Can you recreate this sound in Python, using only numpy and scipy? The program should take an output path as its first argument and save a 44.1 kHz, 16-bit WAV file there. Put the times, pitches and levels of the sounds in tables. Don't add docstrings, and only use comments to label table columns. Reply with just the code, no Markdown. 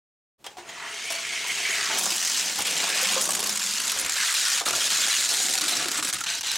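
import sys
import numpy as np
from scipy import signal
from scipy.fft import rfft, irfft, next_fast_len
from scipy.io import wavfile
from scipy.ndimage import uniform_filter1d, minimum_filter1d

SR = 44100
rng = np.random.default_rng(int(sys.argv[2]) if len(sys.argv) > 2 else 0)


def wav_record(signal):
    frames = np.transpose(np.atleast_2d(signal))
    bounded = np.clip(frames, -1, 1)
    quanta = np.round(bounded * 32767).astype(np.int16)
    wavfile.write(sys.argv[1], SR, quanta)


N = 289737
TIME = np.arange(N) / SR
BINS = np.fft.rfftfreq(8192, 1 / SR)

# (f/Hz, gain/dB)
CLACK_COLOUR = [(200, -26), (700, -5), (1500, 9), (3000, 7), (4200, 9.5), (7500, 11), (10000, 8.5),
                (13000, 2), (16000, -6)]
# (entry t/s, body level/dB, axle fizz level/dB, chatter depth/dB,
# stray clacks per s, none if negative)
STRETCHES = [(0.0, -35.5, -35.5, 1.5, 0), (1.96, -39.5, -36.5, 2, 6), (2.6, -38.5, -33.5, 2, 6.5),
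             (3.22, -37, -33, 2.5, 3), (4.17, -33, -29, 2, 3), (5.29, -35.5, -28, 2.5, 2),
             (5.6, -32.5, -31, 3, 0.5), (6.24, -30.5, -31, 1.5, -1)]
# (landing t/s, air time/s, fall of the rolling/dB, landing level/dB, t60/s, ring f/Hz)
HOPS = [(2.557, 0.011, 4, -8, 0.024, 7000), (2.649, 0.027, 8, -12, 0.02, 7500),
        (3.592, 0.013, 10, -18, 0.03, 6700), (4.095, 0.0087, 3, -4.5, 0.03, 7400),
        (4.34, 0.014, 7, -6, 0.022, 11000), (4.6577, 0.056, 15.5, -1, 0.012, 3780),
        (4.729, 0.032, 6.5, -8, 0.019, 2870), (4.902, 0.019, 7, -6, 0.025, 4300),
        (5.2886, 0.026, 8.5, -11.5, 0.04, 4950), (5.5771, 0.02, 6.5, -6, 0.025, 4200),
        (5.61, 0.022, 9.5, -2.5, 0.026, 3890), (5.638, 0.013, 1, -8, 0.025, 4400),
        (5.884, 0.017, 3, -2, 0.016, 4300), (5.915, 0.017, 5, -3, 0.024, 6750),
        (6.025, 0.021, 19, -10, 0.03, 8400), (6.083, 0.012, 3, -8.5, 0.025, 9700),
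        (6.1269, 0.019, 22, -7, 0.034, 6300), (6.1857, 0.017, 10, -13, 0.028, 2860),
        (6.2058, 0.017, 7, -12.5, 0.065, 6840), (6.2369, 0.024, 17, -14, 0.035, 7690),
        (6.262, 0.019, 13, -19, 0.03, 3600), (6.409, 0.014, 16, -4, 0.014, 5890),
        (6.4308, 0.011, 19, -19, 0.03, 3850)]


def amp(db):
    return 10 ** (np.asarray(db) / 20)


def evened(x):
    return x / np.sqrt(np.mean(x ** 2) + 1e-20)


def read(points, hz):
    f, value = np.transpose(points)
    return np.interp(np.log(hz + 1), np.log(f + 1), value)


def follow(rows):
    s, *columns = np.transpose(rows)
    return [np.interp(TIME, s, c) for c in columns]


def during(rows):
    return (TIME > rows[0][0]) & (TIME < rows[-1][0])


def add(mix, s, sound):
    part = mix[max(round(s * SR), 0):][:len(sound)]
    part += sound[:len(part)]


def response(db):
    log_gain = np.log(amp(np.maximum(db - db.max(), -100)))
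    circle = np.concatenate([log_gain, log_gain[-2:0:-1]])
    spectrum = np.exp(np.conj(signal.hilbert(circle)))
    taps = np.fft.ifft(spectrum).real[:len(BINS) // 2]
    return taps / np.linalg.norm(taps)


def colour(x, db):
    return signal.oaconvolve(x, response(db))[:len(x)]


def fuzzy_tone(hz, width_hz):
    r = np.exp(-2 * np.pi * width_hz / SR)
    pushes = rng.standard_normal(N) + 1j * rng.standard_normal(N)
    wander = signal.lfilter([1], [1, -2 * r, r * r], pushes)
    carrier = np.exp(2j * np.pi * np.cumsum(hz * np.ones(N)) / SR)
    return evened((wander * carrier).real)


def dying_jolts(jolts, decay_s):
    shake = signal.lfilter([1], [1, -np.exp(-1 / (decay_s * SR))], jolts)
    return np.clip(evened(shake - shake.mean()), -2, 2)


def chatter(per_s, decay_s):
    jolts = (rng.random(N) < per_s / SR) * rng.uniform(0.082, 1, N)
    return dying_jolts(jolts, decay_s)


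def blows(rows, spectrum, rise_s):
    t, out, body = np.arange(SR // 3) / SR, np.zeros(N), response(read(spectrum, BINS))
    for s, db, hz, t60, ring_db in rows:
        fade = amp(db - 60 * t / max(t60, .005)) * (1 - np.exp(-t / rise_s))
        add(out, s, signal.fftconvolve(fade * rng.standard_normal(len(t)), body))
        add(out, s, amp(ring_db) * fade * np.sin(2 * np.pi * hz * t))
    return out


def ambience(db=-60):
    # (f/Hz, gain/dB)
    room_colour = [(25, -25), (70, -4), (160, -5.5), (400, -1.5), (800, -10.5), (1500, -16), (4500, -19),
                   (9000, -22), (15500, -26)]
    shared, left, right = (colour(rng.standard_normal(N), read(room_colour, BINS)) for _ in range(3))
    fade_in = np.clip((TIME - .38) / 0.033, 0, 1)
    return amp(db) * (shared + 0.31 * np.array([left, right])) * fade_in


def gate():
    # (t/s, level/dB, ring f/Hz, t60/s, ring level/dB)
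    gate_blows = [(0.4425, -26, 1190, 0.2, -8), (0.4625, -29, 940, 0.05, -13),
                  (0.4655, -18.5, 3240, 0.053, 0), (0.503, -35, 837, 0.32, -3),
                  (0.5695, -27, 740, 0.094, 3), (0.582, -26.5, 356, 0.18, -1),
                  (0.69, -24.5, 3230, 0.12, -1)]
    # (f/Hz, gain/dB)
    gate_colour = [(40, -37), (100, -28), (350, -4), (550, -5), (800, 3), (1200, -3), (1800, -4),
                   (3300, -3), (4500, -8), (8000, -9), (11000, -23), (15500, -25)]
    return blows(gate_blows, gate_colour, rise_s=0.00066)


def latch():
    # (t/s, level/dB)
    ticks = [(0.4428, -27), (0.4655, -15.5), (0.472, -26), (0.578, -33), (0.587, -32), (0.688, -30),
             (0.705, -29)]
    out = np.zeros(N)
    for s, db in ticks:
        add(out, s, amp(db) * response(read(CLACK_COLOUR, BINS)))
    return out


def stretch_at(s):
    return np.searchsorted([row[0] for row in STRETCHES[1:]], s)


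def surface():
    return uniform_filter1d(np.array(STRETCHES)[stretch_at(TIME), 1:4].T, SR // 20, axis=1)


def contact():
    db = np.zeros(N)
    for landing_s, air_s, fall_db, *_ in HOPS:
        add(db, landing_s - air_s, -fall_db * np.sqrt(np.linspace(0, 1, round(air_s * SR))))
    set_off = np.clip((TIME - .565) / 0.038, 0, 1)
    return amp(uniform_filter1d(db, SR // 700)) * set_off


def patter(per_s, spread_db):
    size = amp(spread_db * np.clip(rng.standard_normal(N), -2, 2)) * rng.choice([-1, 1], N)
    return evened(size * (rng.random(N) < per_s / SR))


def shifting(x, patch_hz=420, patch_s=.014, depth_db=2.5):
    hz, t, z = signal.stft(x, SR, nperseg=512, noverlap=384)
    patches = rng.standard_normal(z.shape)
    patches = uniform_filter1d(patches, max(round(patch_hz / hz[1]), 1), axis=0)
    patches = uniform_filter1d(patches, max(round(patch_s / t[1]), 1), axis=1)
    z = z * amp(depth_db * np.clip(evened(patches), -2, 2))
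    return evened(signal.istft(z, SR, nperseg=512, noverlap=384)[1][:N])


def wobble(wander_depth=.25, jolt_s=0.0039, spread_db=6):
    wobble_hz = [68.3, 111.9]
    jolts = np.zeros(N)
    for hz in wobble_hz:
        wander = evened(uniform_filter1d(rng.standard_normal(N), SR // 60))
        turns = np.cumsum(hz * np.exp(wander_depth * wander)) / SR + rng.random()
        new_turn = np.diff(np.floor(turns), prepend=0)
        jolts += new_turn * amp(spread_db * rng.standard_normal(N))
    return dying_jolts(jolts, jolt_s)


def wheels():
    shake = amp(surface()[2] * wobble())
    shake /= np.sqrt(uniform_filter1d(shake ** 2, SR // 30))
    return shifting(patter(per_s=5500, spread_db=3.0)) * shake * contact()


def scraping(decay_s=0.11):
    # (t/s, lift/dB)
    scrapes = [(1.47, 7), (1.71, 5), (1.98, 6), (3.211, 6)]
    lift = np.zeros(N)
    for s, lift_db in scrapes:
        add(lift, s, lift_db * np.exp(-TIME / decay_s))
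    return lift


def band_levels(body_db, fizz_db):
    # (t/s, level/dB)
    drive_curve = [(0.63, -29), (0.71, -18), (0.81, -17.5), (0.87, -13), (1.15, -7), (1.4, -6.5),
                   (1.74, -2), (2.1, -0.5), (2.39, 2.5), (2.58, -2.5), (2.78, 1), (2.92, 0), (3.14, 3.5),
                   (3.28, -5), (3.44, -5.5), (3.6, -1), (3.72, -0.5), (4.07, -4.5), (4.22, 0), (4.48, 2.5),
                   (4.7, -1.5), (4.9, 2.5), (5.45, 0.5), (5.68, -1), (5.9, -3), (6.2, -4.5), (6.3, -3),
                   (6.39, -7), (6.47, -3.5), (6.55, -4)]
    # (t/s, level/dB)
    rumble_curve = [(0.6, -52), (1.35, -51), (1.6, -45.5), (2.0, -41), (2.22, -49.5), (2.55, -45.5),
                    (2.85, -42), (3.1, -47), (3.36, -38), (3.7, -51.5), (4.03, -42.5), (4.18, -54),
                    (4.5, -50), (4.72, -40.5), (4.85, -45), (5.2, -49.5), (5.45, -45.5), (5.72, -39),
                    (6.05, -43.5), (6.3, -53.5)]
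    body_slope, fizz_slope = 0.67, 1.03
    rush_db = -26.5
    uneven_db, uneven_s = 1.5, 0.054
    drive_db, = follow(drive_curve)
    rumble_db, = follow(rumble_curve)
    spots = rng.standard_normal((2, 1000))
    low_db, middle_db = (uneven_db * np.interp(TIME / uneven_s, np.arange(len(row)), row) for row in spots)
    return [rumble_db + low_db,
            body_db + body_slope * drive_db + middle_db,
            rush_db + drive_db,
            fizz_db + fizz_slope * drive_db + scraping()]


def rolling(drive, splits_hz=(700, 2500, 7500)):
    # (f/Hz, gain/dB)
    ramp = [(35, -51), (60, -38), (183, -19.5), (220, -23.5), (423, -17), (559, -25.5), (673, -14.5),
            (792, -13.5), (1100, -4.5), (1200, -7), (1290, -3), (2250, 0.5), (3500, -1.5), (6560, -3),
            (15500, -25)]
    first_bend = [(24, -63.5), (40, -37), (93, -36), (126, -45), (192, -12), (461, -15), (722, -13),
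                  (838, -11), (926, -2.5), (1490, -4), (6160, 3.5), (8520, 3), (15500, -5)]
    back_straight = [(35, -64), (60, -30.5), (123, -26), (192, -4), (312, -2), (343, -5), (509, 0),
                     (585, -2), (673, -3), (756, 2.5), (3270, -1), (7370, -4), (15500, -22.5)]
    second_bend = [(40, -42.5), (70, -27), (140, -30), (206, -20.5), (327, -16.5), (546, -20.5),
                   (627, -18.5), (1020, -2), (1960, -4), (2980, 8.5), (4200, 13), (6870, 14.5), (10900, 8),
                   (15500, -4.5)]
    near_straight = [(35, -65), (60, -37), (132, -19.5), (192, -21.5), (226, -14.5), (312, -18.5),
                     (359, -18.5), (627, -14.5), (792, -8.5), (869, -8), (1380, -2), (2250, 1.5),
                     (4120, 10), (7200, 4.5), (15500, -20)]
    approach = [(35, -60), (60, -38), (132, -20), (300, -12), (600, -16), (1150, -10), (1450, -3.5),
                (2100, -4), (2800, -2.5), (4000, 4), (5500, 2), (6900, 0), (9000, -4.5), (15500, -23.5)]
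    last_bend = [(35, -45), (60, -33), (123, -13.5), (180, -8), (226, -7), (312, -1.5), (403, -8.5),
                 (546, -10), (721, -12), (1070, -8), (1230, -1.5), (2590, -6), (3930, -2), (8090, -6),
                 (11000, -15.5), (15500, -27)]
    run_out = [(35, -54), (60, -12), (312, -13), (385, -19), (486, -9.5), (642, -21), (688, -9), (738, -21),
               (810, -12), (1320, -12.5), (1550, -2.5), (2050, -8), (4220, 4), (7720, -3), (15500, -27)]
    # (stretch number, f/Hz, width/Hz, lift/dB)
    resonances = [(0, 430, 70, 4), (0, 680, 90, 3), (1, 763, 80, 8.5), (3, 544, 60, 7), (4, 781, 110, -5),
                  (4, 1430, 200, 4), (4, 1690, 250, 5.5), (4, 7600, 500, -3), (5, 760, 70, 10),
                  (5, 3850, 400, 2.5), (6, 726, 80, 7.5), (7, 1670, 300, -3.5), (7, 2850, 302, 4),
                  (7, 3920, 600, 5), (7, 6100, 503, 5)]
    spectra = [ramp, first_bend, back_straight, second_bend, near_straight, approach, last_bend, run_out]
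    body_db, fizz_db, _ = surface()
    stretch = stretch_at(TIME)
    below = [0 * BINS] + [1 / (1 + (BINS / hz) ** 12) for hz in splits_hz] + [1 + 0 * BINS]
    shares_db = 10 * np.log10(np.abs(np.diff(below, axis=0)) + 1e-12)
    parts = np.zeros((len(shares_db), N))
    for k, spectrum in enumerate(spectra):
        peaks_db = sum(lift / (1 + (2 * (BINS - hz) / width) ** 2)
                       for at, hz, width, lift in resonances if round(at) == k)
        here = uniform_filter1d(1. * (stretch == k), SR // 20)
        on = np.flatnonzero(here > 1e-6)
        for part, share_db in zip(parts, shares_db):
            track = response(read(spectrum, BINS) + peaks_db + share_db)
            add(part, on[0] / SR, signal.fftconvolve(drive[on] * np.sqrt(here[on]), track))
    return amp(-2.5) * (amp(band_levels(body_db, fizz_db)) * parts).sum(0)


def singing():
    # (f/Hz, width/Hz, level/dB)
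    chassis = [(2180, 50, -9), (3100, 160, -1), (4500, 190, -7), (5620, 84, -11.5), (6400, 130, -8),
               (8120, 230, -7), (10600, 110, -20)]
    # (t/s, level/dB)
    strength = [(0.57, -63), (0.6, -60), (0.85, -38.5), (1.2, -35.5), (1.6, -30), (1.95, -42), (2.1, -60)]
    db, = follow(strength)
    lines = sum(amp(mode_db) * fuzzy_tone(hz, width_hz) for hz, width_hz, mode_db in chassis)
    return during(strength) * amp(db) * lines


def whistle(flicker_db=2.5):
    # (t/s, level/dB)
    strength = [(0.575, -72), (0.595, -64), (0.72, -61), (1.05, -51.5), (1.5, -50.5), (2.05, -62)]
    db, = follow(strength)
    flicker = evened(amp(flicker_db * chatter(per_s=27, decay_s=.03)))
    return amp(db) * flicker * fuzzy_tone(9305, width_hz=28) * during(strength)


def squeals():
    # (t/s, length/s, f/Hz, level/dB)
    catches = [(0.585, 0.056, 6650, -50), (0.672, 0.045, 6860, -43), (0.795, 0.14, 1890, -40),
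               (1.154, 0.018, 4495, -30), (2.356, 0.063, 5330, -30), (4.598, 0.023, 3500, -35),
               (4.996, 0.035, 7200, -21), (5.102, 0.022, 3990, -23), (5.124, 0.062, 2930, -26.5),
               (5.185, 0.04, 7250, -28), (5.358, 0.14, 6820, -26), (5.72, 0.029, 3950, -22),
               (6.432, 0.12, 4050, -29)]
    hz, level = np.zeros(N), np.zeros(N)
    for s, length_s, pitch_hz, db in catches:
        swell = np.sin(np.linspace(0, np.pi, round(length_s * SR)))
        add(level, s, amp(db) * swell)
        hz[round(s * SR):] = pitch_hz
    return level * fuzzy_tone(hz, width_hz=170)


def whirr(rough_db=2.5):
    # (t/s, f/Hz, level/dB)
    swells = [(0.68, 1957, -47), (0.85, 1950, -40.5), (1.0, 2087, -52.5), (1.08, 2365, -35),
              (1.2, 2210, -43), (1.32, 2190, -33), (1.46, 2150, -40), (1.5, 2124, -26.5), (1.55, 2150, -43),
              (1.64, 2207, -31), (1.72, 2153, -35), (1.79, 1966, -34), (1.85, 1700, -47), (1.92, 1600, -56)]
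    # (multiple of its pitch, width/Hz, level/dB)
    modes = [(1.0, 212, 1.5), (1.4, 240, -6.5)]
    hz, db = follow(swells)
    ring = sum(amp(mode_db) * fuzzy_tone(multiple * hz, width_hz) for multiple, width_hz, mode_db in modes)
    rasp = evened(amp(rough_db * chatter(per_s=99, decay_s=0.0065)))
    return amp(db) * ring * rasp * during(swells)


def growl(drive):
    # (t/s, centre f/Hz, level/dB)
    swells = [(0.7, 1050, -53), (0.85, 1160, -38.5), (1.0, 1400, -57), (1.62, 2180, -36.5),
              (1.73, 2070, -29), (1.83, 1650, -32), (1.94, 1520, -33), (1.99, 1200, -44),
              (2.68, 2180, -35.5), (2.78, 2180, -36), (2.96, 1770, -30.5), (3.14, 1380, -34.5),
              (3.3, 1300, -43.5), (4.14, 1880, -34.5), (4.21, 1680, -31), (4.29, 1700, -30),
              (4.36, 1580, -41.5), (4.95, 1680, -37), (5.06, 1856, -34), (5.2, 1800, -47.5)]
    # (t/s, width/octaves)
    half_width = [(1.9, 0.56), (2.7, .62)]
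    centre_hz, db = follow(swells)
    hz, t, z = signal.stft(drive, SR, nperseg=512, noverlap=384)
    octaves_off = np.log2((hz[:, None] + 1) / np.interp(t, TIME, centre_hz))
    width_octaves = np.interp(t, *np.transpose(half_width))
    band = 1 / (1 + np.abs(octaves_off / width_octaves) ** 4)
    band /= np.sqrt(np.mean(band ** 2, axis=0))
    return amp(db) * signal.istft(z * band, SR, nperseg=512, noverlap=384)[1][:N]


def thumps():
    # (t/s, level/dB, ring f/Hz, t60/s, ring level/dB)
    bumps = [(0.835, -30, 1180, 0.25, -5), (1.102, -22.5, 670, 0.11, 7), (1.14, -27, 566, 0.056, 2),
             (1.445, -27, 978, 0.095, 7), (1.898, -22.5, 885, 0.24, 5.5), (2.057, -17, 718, 0.14, -2),
             (2.117, -30, 338, 0.074, 10.5), (2.586, -16, 827, 0.08, 2.5), (2.826, -18.5, 855, 0.21, -3.5),
             (3.025, -23, 519, 0.079, 10), (3.163, -17, 527, 0.092, 9), (3.167, -20.5, 1057, 0.097, 9.5),
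             (3.287, -11.5, 1120, 0.055, 2), (3.425, -20.5, 480, 0.14, -3), (4.608, -16, 788, 0.11, -2),
             (4.664, -10, 1314, 0.032, 8), (4.677, -11.5, 1230, 0.064, -3),
             (4.732, -16.5, 1410, 0.061, 6.5), (4.704, -17, 370, 0.11, -2), (4.98, -20, 485, 0.085, -11),
             (5.072, -20, 790, 0.068, -2.5), (5.18, -25, 760, 0.066, -3.5), (5.31, -18.5, 675, 0.083, -10),
             (5.858, -25, 342, 0.08, 8), (5.985, -22.5, 305, 0.13, 3.5), (6.212, -20.5, 1370, 0.019, 20.5)]
    # (f/Hz, gain/dB)
    deck_colour = [(30, -60), (70, -28), (130, -21), (300, 9.5), (800, 14.5), (1300, 14.5), (2500, -13),
                   (6000, -38)]
    return blows(bumps, deck_colour, rise_s=0.0029)


def stray_clacks(count=200):
    # (f/Hz, f/Hz)
    ring_range = (3500, 10500)
    place, chance, strength, length, part = rng.random((count, 5)).T
    slot_s = N / SR / count
    s = (np.arange(count) + place) * slot_s
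    per_s = np.array(STRETCHES)[stretch_at(s), -1]
    level_db = -6 + 3 * (2 * strength - 1)
    t60_s = 0.015 * (.5 + length)
    rows = np.transpose([s, level_db, t60_s, np.interp(part, [0, 1], ring_range)])
    return rows[chance < per_s * slot_s]


def clacks(tick=1.22, rise_s=0.00062):
    # (t/s, level/dB, clatter t60/s, ring f/Hz)
    knocks = [(1.049, -19, 0.025, 2400), (1.076, -19, 0.03, 2600), (1.103, -10.5, 0.04, 5560),
              (1.111, -16, 0.036, 2700), (1.121, -9.5, 0.05, 2750), (1.141, -17, 0.025, 2900),
              (1.159, -17, 0.04, 4500), (1.973, -14, 0.014, 7400), (1.984, -6.5, 0.049, 10800),
              (1.993, -8, 0.025, 9000), (2.034, -7.5, 0.055, 8440), (2.056, -4, 0.046, 6400),
              (2.104, -6, 0.045, 5030), (2.12, -5.5, 0.027, 7560), (2.162, -6, 0.025, 10900),
              (2.207, -7, 0.016, 6000), (2.249, -4, 0.025, 6400), (2.276, -6, 0.02, 8700),
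              (2.347, -19, 0.026, 5300), (2.372, -8, 0.025, 4450), (2.587, -9, 0.056, 11700),
              (2.621, -7, 0.032, 9000), (2.667, -7, 0.052, 3300), (2.707, -6, 0.02, 7400),
              (2.776, -9, 0.018, 11000), (2.89, -7, 0.022, 9300), (2.966, -8, 0.03, 4960),
              (3.014, -5, 0.03, 6700), (3.03, -6, 0.02, 11700), (3.213, -1.5, 0.03, 9900),
              (3.241, -5, 0.025, 6700), (3.255, -2, 0.024, 9000), (3.29, -1.5, 0.018, 8300),
              (3.306, 1, 0.018, 8650), (3.317, -2, 0.018, 7800), (3.333, -5, 0.025, 5600),
              (3.341, -6, 0.014, 6900), (3.35, 1, 0.031, 7000), (3.367, -7, 0.018, 8380),
              (3.393, -2, 0.016, 3800), (3.4037, 1.5, 0.011, 10500), (3.428, -0.5, 0.013, 6000),
              (3.438, -3, 0.033, 6700), (3.461, -4, 0.024, 4690), (3.471, -3, 0.022, 11100),
              (3.493, -2, 0.028, 5620), (3.503, -6, 0.016, 8540), (3.525, -4.5, 0.021, 6710),
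              (3.557, -7, 0.025, 6700), (3.574, -2, 0.016, 8550), (3.637, -5, 0.018, 6900),
              (3.774, -6, 0.017, 6950), (3.801, -6, 0.023, 10100), (3.837, -11, 0.018, 2894),
              (3.854, -4, 0.014, 7600), (3.878, -2, 0.016, 7400), (3.896, -5.5, 0.039, 3400),
              (3.918, -1, 0.016, 11100), (3.974, -5, 0.016, 3000), (3.988, -3, 0.02, 7820),
              (3.996, -1, 0.018, 10820), (4.013, -4, 0.013, 10300), (4.047, -8, 0.018, 10700),
              (4.061, -4, 0.022, 7200), (4.121, -3.5, 0.019, 6700), (4.14, -7, 0.012, 7500),
              (4.3244, -2, 0.016, 8340), (4.5995, -11.5, 0.014, 3490), (4.609, -11.5, 0.018, 6800),
              (4.654, -5, 0.0071, 7000), (4.6645, -4, 0.015, 4320), (4.674, -5, 0.03, 4100),
              (4.6855, -1, 0.018, 5500), (4.695, -7, 0.027, 7100), (4.7075, 0, 0.016, 6600),
              (4.752, -15, 0.018, 4050), (4.7634, -6, 0.021, 6550), (5.538, -2, 0.024, 4400),
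              (5.681, -7.5, 0.22, 4020), (5.767, -8, 0.053, 5550), (5.827, -13, 0.025, 6750),
              (5.931, -15, 0.022, 4200), (5.972, -11.5, 0.15, 7950), (6.033, -8, 0.025, 10500),
              (6.047, -5.5, 0.037, 7940), (6.071, -7, 0.025, 2300), (6.0887, -5, 0.018, 10500),
              (6.098, -4, 0.02, 3800), (6.135, -7.5, 0.025, 8500), (6.142, -6, 0.023, 9700),
              (6.167, -21, 0.023, 4200), (6.305, -15, 0.037, 4870), (6.349, -11, 0.027, 6580),
              (6.382, -16.5, 0.035, 4200), (6.469, -5, 0.014, 4100), (6.5155, 0, 0.013, 3800),
              (6.5335, -13, 0.017, 7800), (6.556, -4.5, 0.022, 3780)]
    ring_lift_db, ring_width_hz = 11, 730
    second_s, second_db = .003, -7.5
    t, out, touching = np.arange(SR // 5) / SR, np.zeros(N), contact()
    landings = [(s, *landing) for s, _, _, *landing in HOPS]
    strays = [row for row in stray_clacks() if touching[int(row[0] * SR)] > .7]
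    common_db = read(CLACK_COLOUR, BINS)
    for s, db, t60, ring_hz in list(knocks) + landings + strays:
        part = response(common_db + ring_lift_db / (1 + (2 * (BINS - ring_hz) / ring_width_hz) ** 2))
        fade = amp(-60 * t / max(t60, .005)) * (1 - np.exp(-t / rise_s))
        for delay_s, hit_db in [(0, db), (second_s * (.5 + rng.random()), db + second_db)]:
            buzz = rng.standard_normal(len(t)) * fade
            buzz[0] = tick
            add(out, s + delay_s, amp(hit_db) * signal.fftconvolve(buzz, part))
    return out


def drone(width_hz=26):
    # (t/s, f/Hz, level/dB)
    swells = [(1.9, 188, -84), (2.05, 191.3, -52), (2.22, 194.7, -68), (2.38, 200.3, -57),
              (2.5, 190.3, -61), (2.78, 188.4, -52), (2.95, 189, -60), (3.13, 197, -46), (3.22, 191, -50.5),
              (3.4, 198.3, -52), (3.55, 206.4, -53), (3.85, 210, -55), (4.0, 200, -63)]
    hz, db = follow(swells)
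    return amp(db) * fuzzy_tone(hz, width_hz) * during(swells)


def thuds():
    # (t/s, level/dB, ring f/Hz, t60/s, ring level/dB)
    shudders = [(2.59, -35, 74.7, 0.081, 3), (3.96, -48, 69.9, 0.18, 7), (4.04, -38, 60, 0.14, 1.5),
                (4.74, -49, 75, 0.18, 4), (6.0, -41.5, 139, 0.13, 8), (6.135, -38, 142, 0.27, 1)]
    # (f/Hz, gain/dB)
    support_colour = [(25, -8), (50, -22), (110, 0), (200, -5), (500, -18), (2000, -57)]
    return blows(shudders, support_colour, rise_s=0.0055)


def room(x, count=5):
    # (f/Hz, t60/s)
    decay = [(100, 0.18), (500, 0.43), (2000, 0.16), (8000, 0.17), (16000, 0.041)]
    taps = rng.choice([-1., 1.], (count, SR // 2)) * (rng.random((count, SR // 2)) < 3000 / SR)
    taps[:, :SR // 400] = 0
    hz, t, z = signal.stft(taps, SR, nperseg=256)
    tails = signal.istft(z * amp(-60 * t / read(decay, hz)[:, None]), SR, nperseg=256)[1]
    place, out = TIME * 10, np.zeros(N)
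    for k, tail in enumerate(tails):
        near = np.sin(np.pi / 2 * np.minimum((place - k) % count, 2))
        out += signal.oaconvolve(x * near, tail / np.linalg.norm(tail))[:N]
    return out


def scene():
    # (f/Hz, gain/dB)
    width = [(60, -18), (130, -36), (250, -38), (600, -26.5), (2000, -21), (6000, -18), (8000, -21.5),
             (10000, -58), (14000, -51)]
    cars = rolling(wheels()) + amp(-1.5) * growl(wheels())
    cars += amp(-2.5) * whirr() + amp(-9.0) * singing() + whistle() + drone() + amp(-4.5) * squeals()
    cars += amp(-14.0) * clacks() + latch()
    cars += amp(-13.0) * gate() + amp(-12.5) * thumps() + amp(-7.5) * thuds()
    far = amp(np.interp(TIME, [0.8, 2.1], [4, 0]))
    mid = cars + amp(-14.5) * room(far * cars)
    size = next_fast_len(2 * N)
    spread = amp(read(width, np.fft.rfftfreq(size, 1 / SR)))
    side = irfft(rfft(room(far * cars), size) * spread, size)[:N]
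    return np.array([mid + side, mid - side]) + ambience()


def record(dry, threshold_db=-22, attack_s=0.0024, ceiling_db=-11, edge_hz=15950):
    keep = np.exp(-1 / (attack_s * SR))
    power = signal.lfilter([1 - keep], [1, -keep], (dry ** 2).mean(0))
    power_db = 10 * np.log10(power + 1e-12)
    dry = dry * amp(-np.maximum(power_db - threshold_db, 0))
    allowed = np.minimum(1, amp(ceiling_db) / (np.abs(dry).max(0) + 1e-9))
    held = dry * uniform_filter1d(minimum_filter1d(allowed, SR // 1000), SR // 1000)
    low_pass = signal.firwin(511, edge_hz, window=("kaiser", 9), fs=SR)
    return signal.oaconvolve(held, low_pass[None], "same")


dry = scene()
out = record(dry)
wav_record(out)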